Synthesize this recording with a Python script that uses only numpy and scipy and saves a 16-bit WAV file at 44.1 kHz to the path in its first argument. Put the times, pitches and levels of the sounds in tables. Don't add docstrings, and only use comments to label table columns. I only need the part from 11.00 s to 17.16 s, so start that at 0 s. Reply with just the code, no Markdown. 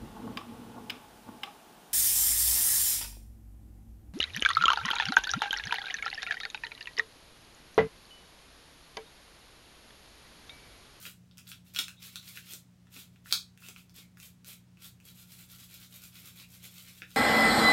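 import sys
import numpy as np
from scipy import signal
from scipy.fft import rfft, irfft, next_fast_len
from scipy.io import wavfile
from scipy.ndimage import map_coordinates

SR = 44100
rng = np.random.default_rng(int(sys.argv[2]) if len(sys.argv) > 2 else 0)


def unload_wav(signal):
    wavfile.write(
        sys.argv[1],
        SR,
        np.round(np.clip(np.atleast_2d(signal).T, -1, 1) * 32767).astype(np.int16),
    )


N = 271679

# (f/Hz, relative level/dB, t60/s)
FRAME_MODES = [(1413, -2, 0.013), (1720, -5, 0.0058), (2573, 0.5, 0.007), (3338, -4, 0.0067),
               (3837, -6, 0.0046), (4510, -7, 0.006), (5300, -1, 0.004)]


def amp(db):
    return 10 ** (np.asarray(db) / 20)


def unit(x):
    return x / np.sqrt(np.mean(x ** 2) + 1e-20)


def along(points, hz):
    f, v = np.transpose(points)
    return np.interp(np.log(hz + 1), np.log(f + 1), v)


def wobble(rate):
    knots = rng.standard_normal(int(N * rate / SR) + 4)
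    return map_coordinates(knots, [np.arange(N) * rate / SR])


def coloured(x, spectrum):
    gain = amp(along(spectrum, np.fft.rfftfreq(len(x), 1 / SR)))
    return unit(irfft(rfft(x) * gain, len(x)))


def noise(spectrum, size):
    return coloured(rng.standard_normal(next_fast_len(size)), spectrum)[:size]


def burst(x, seconds):
    return x / np.linalg.norm(x) * np.sqrt(seconds * SR)


def add(track, s, x):
    part = track[round(s * SR):][:len(x)]
    part += x[:len(part)]


def highpass(x, edge_hz, order):
    return signal.sosfilt(signal.butter(order, edge_hz, "highpass", fs=SR, output="sos"), x)


def resonance(hz, width_hz):
    edges_hz = [hz - width_hz / 2, hz + width_hz / 2]
    band = signal.butter(2, edges_hz, "bandpass", fs=SR, output="sos")
    return unit(signal.sosfilt(band, rng.standard_normal(N)))


def appliance():
    # (f/Hz, rms level/dB)
    hum_lines = [(60, -79.5), (89.6, -70.5), (120, -65), (172.6, -72.5), (180, -62.5), (240, -79)]
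    # (f/Hz, relative level/dB)
    air_colour = [(20, -31), (35, -14.5), (55, 0), (100, 1), (140, 4.5), (260, -4), (400, -12.5),
                  (800, -17.5), (2000, -20.5), (6000, -24), (15000, -33)]
    t = np.arange(N) / SR
    lines = np.zeros(N)
    for hz, db in hum_lines:
        level = amp(db + 0.17 * wobble(2.47))
        phase = 2 * np.pi * (hz * t + rng.random()) + 0.086 * wobble(15.0)
        lines += level * np.sin(phase)
    return np.sqrt(2) * lines + amp(-65.5) * noise(air_colour, N)


def reflections(build_s):
    # (f/Hz, t60/s)
    room_decay = [(200, 0.16), (1500, 0.19), (3500, 0.21), (8000, 0.23), (15000, .18)]
    # (f/Hz, relative level/dB)
    echo_colour = [(400, 0), (1400, 0), (2500, -1.5), (3700, 1.93), (5400, -2.6), (7200, 1), (13000, 0.5)]
    hz, t, z = signal.stft(rng.standard_normal(SR // 3), SR, nperseg=256)
    fade_db = along(echo_colour, hz)[:, None] - 60 * t / along(room_decay, hz)[:, None]
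    tail = signal.istft(z * amp(fade_db), SR, nperseg=256)[1]
    tail_t = np.arange(len(tail)) / SR
    tail = tail * (1 - np.exp(-(tail_t / build_s) ** 2))
    return tail / np.linalg.norm(tail)


def room(x, wet_db, build_s):
    wet = np.zeros(N)
    hop = SR // 20
    for start in range(0, N, hop):
        echoes = signal.fftconvolve(x[start:start + hop], reflections(build_s))
        add(wet, start / SR, echoes)
    return (x + amp(wet_db) * wet) / np.hypot(1, amp(wet_db))


def thuds():
    # (t/s, level/dB)
    pushes = [(.063, -59), (.789, -51.5), (1.533, -57), (1.963, -54.5), (2.32, -52), (2.686, -56),
              (2.984, -58.5), (3.478, -63.5), (5.239, -65), (6.02, -58)]
    # (f/Hz, relative level/dB)
    thud_colour = [(100, -40), (230, 0), (400, 2.5), (520, -9), (800, -11.5), (1500, -36.5)]
    track = np.zeros(N)
    t = np.arange(SR // 8) / SR
    fade = amp(-60 * t / 0.0553)
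    for s, db in pushes:
        add(track, s, amp(db) * burst(noise(thud_colour, len(t)) * fade, seconds=0.0091))
    return highpass(track, edge_hz=120, order=2)


def chatter():
    # (centre t/s, Gaussian width/s, f/Hz, peak level/dB)
    catches = [(0.03, 0.055, 1390, -62.5), (0.983, .012, 3680, -59.5), (2.647, 0.014, 2590, -52),
               (3.015, 0.031, 2250, -65), (3.226, 0.024, 2390, -63), (3.529, 0.019, 2320, -62.5),
               (5.27, .03, 1400, -66.5), (5.44, 0.014, 2420, -58), (5.89, 0.022, 2310, -59)]
    t = np.arange(N) / SR
    track = np.zeros(N)
    for s, length, hz, db in catches:
        swell = np.exp(-.5 * ((t - s) / length) ** 2)
        track += amp(db) * swell * resonance(hz, width_hz=360)
    return track


def crack(size):
    # (f/Hz, relative level/dB)
    crack_colour = [(200, -46.5), (800, -37), (1300, -8), (3000, -4.5), (6000, 4), (8000, -0.5),
                    (11000, -2), (16000, -3)]
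    bins = size // 2 + 1
    scatter = map_coordinates(rng.standard_normal(24), [np.linspace(0, 23, bins)])
    delay_s = np.abs(.0008 + .00035 * scatter)
    phase = -2 * np.pi * np.cumsum(delay_s) * SR / size
    even = irfft(np.exp(1j * phase), size)
    return coloured(even, crack_colour)[:size // 2]


def taps(attack_s):
    # (t/s, ring level/dB, favoured f/Hz, crack level/dB)
    strikes = [(0.0535, -39.5, 2280, -61), (0.0635, -46.5, 2070, -52), (.0668, -45, 3750, -56),
               (0.312, -61, 3900, -87), (.3727, -55.5, 3440, -59.5), (0.3811, -56, 5500, -51.5),
               (0.387, -52.5, 2420, -64), (.471, -53.5, 3800, -64), (0.5169, -41, 3500, -55.5),
               (.748, -43.5, 3700, -49.5), (.762, -30, 3500, -43), (.788, -26.5, 3750, -35),
               (.79, -25.5, 3570, -34), (.882, -42, 2700, -47.5), (1.0287, -49, 5000, -59),
               (1.1576, -37.5, 4030, -44.5), (1.2293, -52, 3500, -68), (1.373, -38, 2200, -56),
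               (1.535, -52, 3600, -42.5), (1.8698, -58.5, 1700, -77), (1.965, -48, 2630, -58.5),
               (2.1603, -60, 2200, -85), (2.2589, -48, 1750, -68), (2.309, -43, 3900, -54),
               (2.313, -41, 3900, -54.5), (2.3253, -20, 4270, -28), (2.5753, -56, 2200, -61.5),
               (2.623, -55, 1500, -70), (2.6861, -46, 3120, -47), (2.762, -46, 2400, -66),
               (2.8955, -60.5, 4400, -65), (3.1717, -54.5, 1790, -65), (3.2003, -53.5, 2700, -52.5),
               (3.4457, -55.5, 3880, -55.5), (3.7716, -60, 2500, -74), (4.0015, -60, 2500, -66),
               (6.0199, -36.7, 2100, -64)]
    spot_fall_db, spot_floor_db = 20, -19
    hard_db, widen = -34.5, 0.35
    bend_db, bend_max_db = -10.5, -44.5
    track = np.zeros(N)
    t = np.arange(SR // 16) / SR
    onset = 1 - np.exp(-t / attack_s)
    mode_hz = np.array(FRAME_MODES)[:, 0]
    for s, ring_db, spot_hz, crack_db in strikes:
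        fall_db = spot_fall_db - widen * max(ring_db - hard_db, 0)
        octaves_away = np.abs(np.log2(mode_hz / spot_hz))
        levels = ring_db + np.maximum(-fall_db * octaves_away, spot_floor_db)
        levels[0] = max(levels[0], min(ring_db + bend_db, bend_max_db))
        for level, (hz, db, t60) in zip(levels, FRAME_MODES):
            grip = 1 + .015 * rng.normal()
            swing = np.sin(2 * np.pi * (hz * grip * t + rng.random()))
            ring = swing * onset * amp(-60 * t / t60)
            add(track, s, amp(level + db) * burst(ring, seconds=0.0084))
        add(track, s, amp(crack_db) * burst(crack(len(t)), seconds=0.014))
    return highpass(track, edge_hz=990, order=3)


def flicks(spectrum, rate, spread_db, clump_db):
    slips = (rng.random(N) < rate / SR) * rng.standard_normal(N)
    slips = slips / np.sqrt(rate)
    uneven_db = spread_db * np.clip(rng.standard_normal(N), -2, 2)
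    size = amp(uneven_db + clump_db * wobble(260))
    padded = np.pad(slips * size, (0, next_fast_len(N) - N))
    return coloured(padded, spectrum)[:N]


def scrubbing(count=5):
    first_period_s, slowing_s = .2, 0.0076
    pull_share = 0.4
    length_s = 0.068
    first_db, growth_db = -53.5, .5
    strokes = []
    s = 4.26
    for k in range(count):
        period = first_period_s + k * slowing_s
        db = first_db + k * growth_db
        strokes += [(s, length_s, db), (s + pull_share * period, length_s, db)]
        s += period
    return strokes


def brush():
    # (start t/s, length of the push/s, bristle hiss level/dB)
    single_strokes = [(-0.05, 0.11, -48), (0.449, 0.039, -53.5), (0.642, 0.024, -61.5), (.728, .03, -45.5),
                      (.98, 0.075, -50.5), (1.086, 0.059, -55.5), (1.201, 0.079, -52), (1.3, 0.068, -53),
                      (1.419, 0.096, -47.5), (1.897, 0.091, -50), (2.1, 0.038, -77), (2.237, .08, -50),
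                      (2.587, 0.089, -52), (2.734, 0.054, -61), (2.935, 0.041, -50), (3.161, 0.084, -54),
                      (3.44, .058, -48.5), (3.778, 0.071, -52), (4.016, 0.07, -55.5), (4.123, 0.085, -55),
                      (5.313, 0.086, -52), (5.468, 0.076, -55.5), (5.588, .057, -49.5), (5.685, 0.097, -52),
                      (5.799, 0.084, -53), (5.895, 0.085, -56), (6.025, 0.14, -56.5)]
    # (f/Hz, relative level/dB)
    bristle_colour = [(150, -28.5), (400, -8.5), (900, -12.5), (2000, -10), (5500, -3), (7400, -0.5),
                      (9800, -3), (11500, 0.5), (14000, 2), (16000, -7)]
    # (f/Hz, relative level/dB)
    rasp_colour = [(600, -33), (980, -40), (1100, -6.5), (1250, -10.5), (1380, -3.5), (1650, -9),
                   (2050, -2.5), (2300, -2.5), (2900, 0), (3400, 1), (4200, 0.5), (5500, -3.5), (8000, -12)]
    # (t/s, level/dB)
    rasp_balance = [(0, -3.5), (.5, -2), (1.05, 1), (1.55, -0.5), (2.3, -2), (2.7, -2.5), (3.25, -5.5),
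                    (3.5, -.3), (3.85, -0.5), (4.2, -2.5), (4.7, -1.5), (6.1, -0.6)]
    release_s = 0.058
    pressure_db = 0.6
    t = np.arange(N) / SR
    motion, power = np.zeros((2, N))
    for s, length, db in single_strokes + scrubbing():
        speed = np.interp(t, [s, s + length, s + length + release_s], [0, 1, 0])
        motion += speed ** 2
        power += (amp(db) * speed) ** 2
    rate = 4000 + 12000 * motion
    tips = flicks(bristle_colour, rate, spread_db=2.0, clump_db=5.0)
    broad = flicks(rasp_colour, rate, spread_db=1.5, clump_db=4.5)

    def travel():
        return amp(4 * wobble(20))

    modes = np.zeros(N)
    for hz, db, t60 in FRAME_MODES:
        width_hz = np.log(1000) / np.pi / t60
        modes += amp(db + along(rasp_colour, hz)) * travel() * resonance(hz, width_hz)
    judder = unit(travel() * resonance(2290, width_hz=280))
    rasp = amp(-1) * broad + amp(-8.5) * unit(modes) + amp(-15) * judder
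    rasp_gain = amp(np.interp(t, *np.transpose(rasp_balance)))
    pressure = amp(pressure_db * wobble(35))
    return np.sqrt(power) * pressure * (tips + rasp_gain * rasp)


def scene():
    handling = brush() + chatter() + taps(attack_s=0.00017) + thuds()
    return (room(handling, wet_db=1.0, build_s=0.0032) + appliance())[None]


def record(dry):
    band_limit = signal.firwin(301, 16100, fs=SR)
    return signal.fftconvolve(dry, band_limit[None], mode="same", axes=1)


dry = scene()
out = record(dry)
unload_wav(out)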